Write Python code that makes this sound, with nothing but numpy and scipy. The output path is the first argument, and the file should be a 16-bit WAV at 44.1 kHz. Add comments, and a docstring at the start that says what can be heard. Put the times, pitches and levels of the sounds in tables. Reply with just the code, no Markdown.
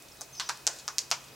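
"""In a leafy tree, a cockatoo bites through twigs. Each fracture is an impulse that excites
resonances: a sharp crack with a woody knock, followed by one close reflection and a wash scattered
by the foliage. Fibres and leaves tick between the bites, a small bird chirps further off in gliding
tones, and a faint hum and whine lie in the broadband noise of the outdoor air."""
import sys
import numpy as np
from scipy import signal
from scipy.io import wavfile

SR = 44100
rng = np.random.default_rng(int(sys.argv[2]) if len(sys.argv) > 2 else 0)


def waveform_to_disk(signal):
    """Save audio, clipped to [-1, 1], as 16-bit WAV at the path in sys.argv[1]."""
    frames = np.transpose(np.atleast_2d(signal))
    scaled = np.clip(frames, -1, 1) * 32767
    samples = np.round(scaled).astype(np.int16)
    wavfile.write(sys.argv[1], SR, samples)


N = 59535
TIME = np.arange(N) / SR
TAIL_SIZE = 20000
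TAIL_TIME = np.arange(TAIL_SIZE) / SR
SIDE_SIGNS = np.array([[1], [-1]])   # left, right

# Outdoor noise. Each row: frequency in Hz, relative spectral density in dB.
AIR_SPECTRUM = [(25, -24), (45, 1), (70, -2.5), (100, -2), (200, -2.5), (400, -1), (700, -3), (1100, -4.5),
                (1900, -8.5), (3000, -8.5), (5500, -8), (8000, -11.5), (11000, -14.5), (16000, -17)]
# Its stereo image. Each row: frequency in Hz, correlation of left and right.
AIR_CORRELATION = [(40, .99), (130, .85), (300, .6), (800, .65), (2500, .6), (6000, .65), (9000, .93),
                   (12000, .995)]
# Hum and whine. Each row: frequency in Hz, level in dB, width of the pitch wander in Hz.
DISTANT_TONES = [(131, -65, 7), (2521, -65, 6)]
# The small bird's notes. Each row: start in seconds, length in seconds, first and last pitch in Hz,
# level in dB.
BIRD_NOTES = [(.114, .014, 5350, 5250, -50), (.180, .04, 3950, 3750, -56), (.322, .03, 6300, 6000, -47),
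              (.335, .07, 5600, 4450, -48), (.362, .046, 6300, 5200, -43), (.402, .02, 5600, 6100, -44),
              (.405, .055, 5700, 4500, -47), (.452, .042, 6200, 5400, -45), (1.31, .05, 4850, 4950, -58)]
# Fibres and leaves. Each row: start in seconds, level in dB, pitch in Hz, 60 dB decay time in seconds.
FIBRE_TICKS = [(.023, -45, 7000, .015), (.085, -48, 4800, .025), (.171, -48, 6000, .02),
               (.351, -45, 4500, .03), (.573, -44, 6000, .02), (.737, -41, 6000, .015),
               (.762, -46, 6000, .05), (.787, -41.5, 5400, .04), (.796, -45, 5000, .08),
               (1.017, -40, 4700, .03), (1.104, -38, 6000, .025), (1.241, -49, 5500, .05),
               (1.284, -51, 5000, .04), (1.326, -48, 400, .05)]
# Breaking twigs. Each row: start in seconds; crack gain in dB, pitch and bandwidth in Hz; splinter gain
# in dB and pitch in Hz; knock gain in dB, pitch in Hz and early echo decay time in seconds; ring gain
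# in dB and pitch in Hz; snap gain in dB; reflection delay in ms and gain in dB; scatter gain in dB;
# extra gain of the late echoes in dB.
TWIG_FRACTURES = [ (.2102, -2.6, 6460, 950, -8, 5900, -9, 730, .064, -7.7, 1080, -13.5, 6.1, .3, -2.8, -3.7),
                  (.3985, -3, 5610, 3440, -2, 3600, -3.5, 1270, .071, -3, 1086, -24, 4.0, -5.5, 2, 1),
                  (.4907, -2.8, 6020, 3420, -3.8, 4650, -3, 1190, .079, -13, 1540, -26, 6.4, -4.3, -.9, 3),
                  (.4947, .8, 5350, 3350, -2.5, 2040, 2.5, 1050, .072, 1.5, 1210, -17, 6.1, -14, -2.3, -2),
                  (.6685, 11, 6270, 2480, -4.2, 2980, -.3, 710, .14, 3.9, 1470, -12.5, 6.15, .4, -5.1, 9.5),
                  (.6772, 4.2, 5300, 3220, -4.5, 1600, 0, 690, .145, -1.3, 1490, -21, 6.2, -18, -2.2, 11.5),
                  (.8796, 3.2, 5720, 2030, -11.7, 3010, -2, 1130, .08, -4, 1105, -15.5, 6.4, -5.3, -1.2, 0),
                  (.9836, 9.9, 5620, 2690, -8.6, 2200, -17, 1350, .071, -12.8, 1100, -7, 6.4, -5.5, -2.6, .5),
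                  (1.1141, 8.8, 5610, 2400, 1, 2750, 4.2, 980, .072, 4.5, 1218, -8.5, 6.8, -9.5, 1.9, -4), ]

# Scattering by foliage. Each setting: gain in dB, build-up in seconds, early 60 dB decay time in
# seconds, relative late level in dB, late decay time in seconds.
CHIRP_SCATTER = (-3, .005, .15, -9, .4)
CRACK_SCATTER = (-2.5, .0015, .115, -18, .62)
SPLINTER_SCATTER = (3.5, .004, .085, -17, .6)


def from_db(db):
    """Amplitude grows tenfold for every 20 dB."""
    return 10 ** (np.asarray(db) / 20)


def rms_one(x):
    """Dividing by the rms value gives unit power."""
    return x / np.sqrt(np.mean(x ** 2) + 1e-20)


def at_hz(points, hz):
    """Interpolation along a logarithmic frequency axis."""
    frequencies, values = np.transpose(points)
    return np.interp(np.log(hz), np.log(frequencies), values)


def band(x, low, high, order=2):
    """A Butterworth band-pass attenuates what lies outside its two edges."""
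    high = min(high, .48 * SR)
    sections = signal.butter(order, [min(low, high / 1.05), high], "band", fs=SR, output="sos")
    return signal.sosfilt(sections, x + 1e-18)


def resonance(x, hz, width):
    """A resonance passes a band whose edges have its frequency as their geometric mean."""
    low = np.sqrt(hz ** 2 + width ** 2 / 4) - width / 2
    return band(x, low, low + width)


def drift(rate_hz):
    """Low-passed noise is a smooth random fluctuation, here of unit rms."""
    pole = np.exp(-32 * np.pi * rate_hz / SR)
    noise = rng.standard_normal(N // 16 + 1002)   # one value per 16 samples
    slow = signal.lfilter([1], [1, -2 * pole, pole * pole], noise)[1000:]
    return np.interp(np.arange(N) / 16, np.arange(len(slow)), rms_one(slow))


def decay(t60):
    """Damping lowers the amplitude exponentially, by 60 dB in t60 seconds."""
    return np.exp(-np.log(1000) * TAIL_TIME / t60)


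def add(out, x, start_s):
    """Superposition: a sound adds to the mix from its start onward."""
    start = max(int(start_s * SR), 0)
    part = x[..., :max(out.shape[-1] - start, 0)]
    out[..., start:start + part.shape[-1]] += part


def air(level_db=-52.7, flicker_db=.8):
    """Outdoor noise in flickering half-octave bands; the mid-to-side ratio sets their correlation."""
    out, edges = 0, 22 * 2 ** np.arange(0, 10.1, .5)
    white = rng.standard_normal((2, 2, N))
    for k, (low, high) in enumerate(zip(edges, edges[1:])):
        mid, side = band(white[k % 2], low, high)
        hz = np.sqrt(low * high)
        correlation = at_hz(AIR_CORRELATION, hz)
        stereo = np.sqrt(1 + correlation) * mid + np.sqrt(1 - correlation) * side * SIDE_SIGNS
        gain = from_db(at_hz(AIR_SPECTRUM, hz) + flicker_db * drift(12))
        out = out + gain * stereo
    return from_db(level_db) * rms_one(out)


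def distant_tones(waver_db=1.5):
    """Random amplitude and frequency modulation make a low hum and a thin whine waver."""
    out = np.zeros(N)
    for hz, db, width_hz in DISTANT_TONES:
        gain = from_db(db + waver_db * drift(8))
        pitch = hz + width_hz / 2 * drift(10)
        out += gain * rms_one(np.sin(2 * np.pi * np.cumsum(pitch) / SR))
    return out


def foliage(x, scatter, far_db=0, side_gain=.29):
    """Scattering gives dense echoes: a quick wash from near leaves, a long faint one from trees around."""
    db, build_s, early_t60, late_db, late_t60 = scatter
    build_up = 1 - np.exp(-(TAIL_TIME / build_s) ** 2)
    envelope = build_up * (decay(early_t60) + from_db(late_db + far_db) * decay(late_t60))
    mid, side = rng.standard_normal((2, TAIL_SIZE))
    echoes = (mid + side_gain * side * SIDE_SIGNS) * envelope / np.sqrt(np.sum(envelope ** 2))
    return from_db(db) * signal.fftconvolve(x[None], echoes, axes=1)


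def small_bird():
    """Frequency-modulated whistles, most gliding downward, are scattered by the leaves."""
    out = np.zeros(N)
    waver = 1 + .022 * drift(rate_hz=400)
    for start_s, length_s, first_hz, last_hz, db in BIRD_NOTES:
        progress = np.clip((TIME - start_s) / length_s, 0, 1)
        hz = (first_hz + (last_hz - first_hz) * progress ** 1.5) * waver
        envelope = from_db(db) * np.sin(np.pi * progress)
        out += envelope * np.sin(2 * np.pi * np.cumsum(hz) / SR)
    return out + foliage(out, CHIRP_SCATTER)[:, :N]


def fibre_ticks():
    """Tearing fibres and brushed leaves radiate tiny, quickly damped bursts of band-limited noise."""
    out = np.zeros(N)
    for start_s, db, hz, t60 in FIBRE_TICKS:
        noise = resonance(rng.standard_normal(TAIL_SIZE), hz, width=.8 * hz)
        add(out, from_db(db) * decay(t60) * rms_one(noise), start_s)
    return out


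def cockatoo_bites(ring_width_hz=110, reflection_cutoff_hz=9000, snap_scatter_share=.4):
    """Impulse response: each fracture excites the twig's resonances, which then reflect and scatter."""
    out, impulse = np.zeros((2, N)), signal.unit_impulse(2048)
    treble_loss = signal.butter(2, reflection_cutoff_hz, fs=SR, output="sos")
    for (start_s, crack_db, crack_hz, crack_width_hz, splinter_db, splinter_hz,
         knock_db, knock_hz, knock_t60, ring_db, ring_hz, snap_db,
         delay_ms, reflection_db, scatter_db, far_db) in TWIG_FRACTURES:
        crack = from_db(crack_db) * resonance(impulse, crack_hz, crack_width_hz)
        snap = from_db(snap_db) * band(impulse, 3500, 11500)
        splinter = -from_db(splinter_db) * resonance(impulse, splinter_hz, width=.6 * splinter_hz)
        # The woody knock is a broad resonance plus the ring of the twig's sharpest mode.
        body = resonance(impulse, knock_hz, width=.7 * knock_hz)
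        ring = band(impulse, ring_hz - ring_width_hz / 2, ring_hz + ring_width_hz / 2, order=1)
        knock = from_db(knock_db) * body + from_db(ring_db) * ring
        direct = crack + snap + splinter + knock
        reflection = from_db(reflection_db) * signal.sosfilt(treble_loss, direct)
        knock_scatter = (4.5, .005, knock_t60, -19, .55)   # same order as CRACK_SCATTER
        wash = (foliage(crack + snap_scatter_share * snap, CRACK_SCATTER, far_db)
                + foliage(splinter, SPLINTER_SCATTER, far_db)
                + foliage(knock, knock_scatter, far_db))
        add(out, direct, start_s)
        add(out, reflection, start_s + delay_ms / 1000)
        add(out, from_db(scatter_db) * wash, start_s)
    return out


def scene():
    """The pressures of the feeding cockatoo and its surroundings add linearly."""
    return cockatoo_bites() + fibre_ticks() + small_bird() + air() + distant_tones()


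def record(dry):
    """An elliptic low-pass cuts the treble steeply above 16 kHz."""
    return signal.sosfilt(signal.ellip(10, .1, 80, 16000, fs=SR, output="sos"), dry)


dry = scene()
out = record(dry)
waveform_to_disk(out)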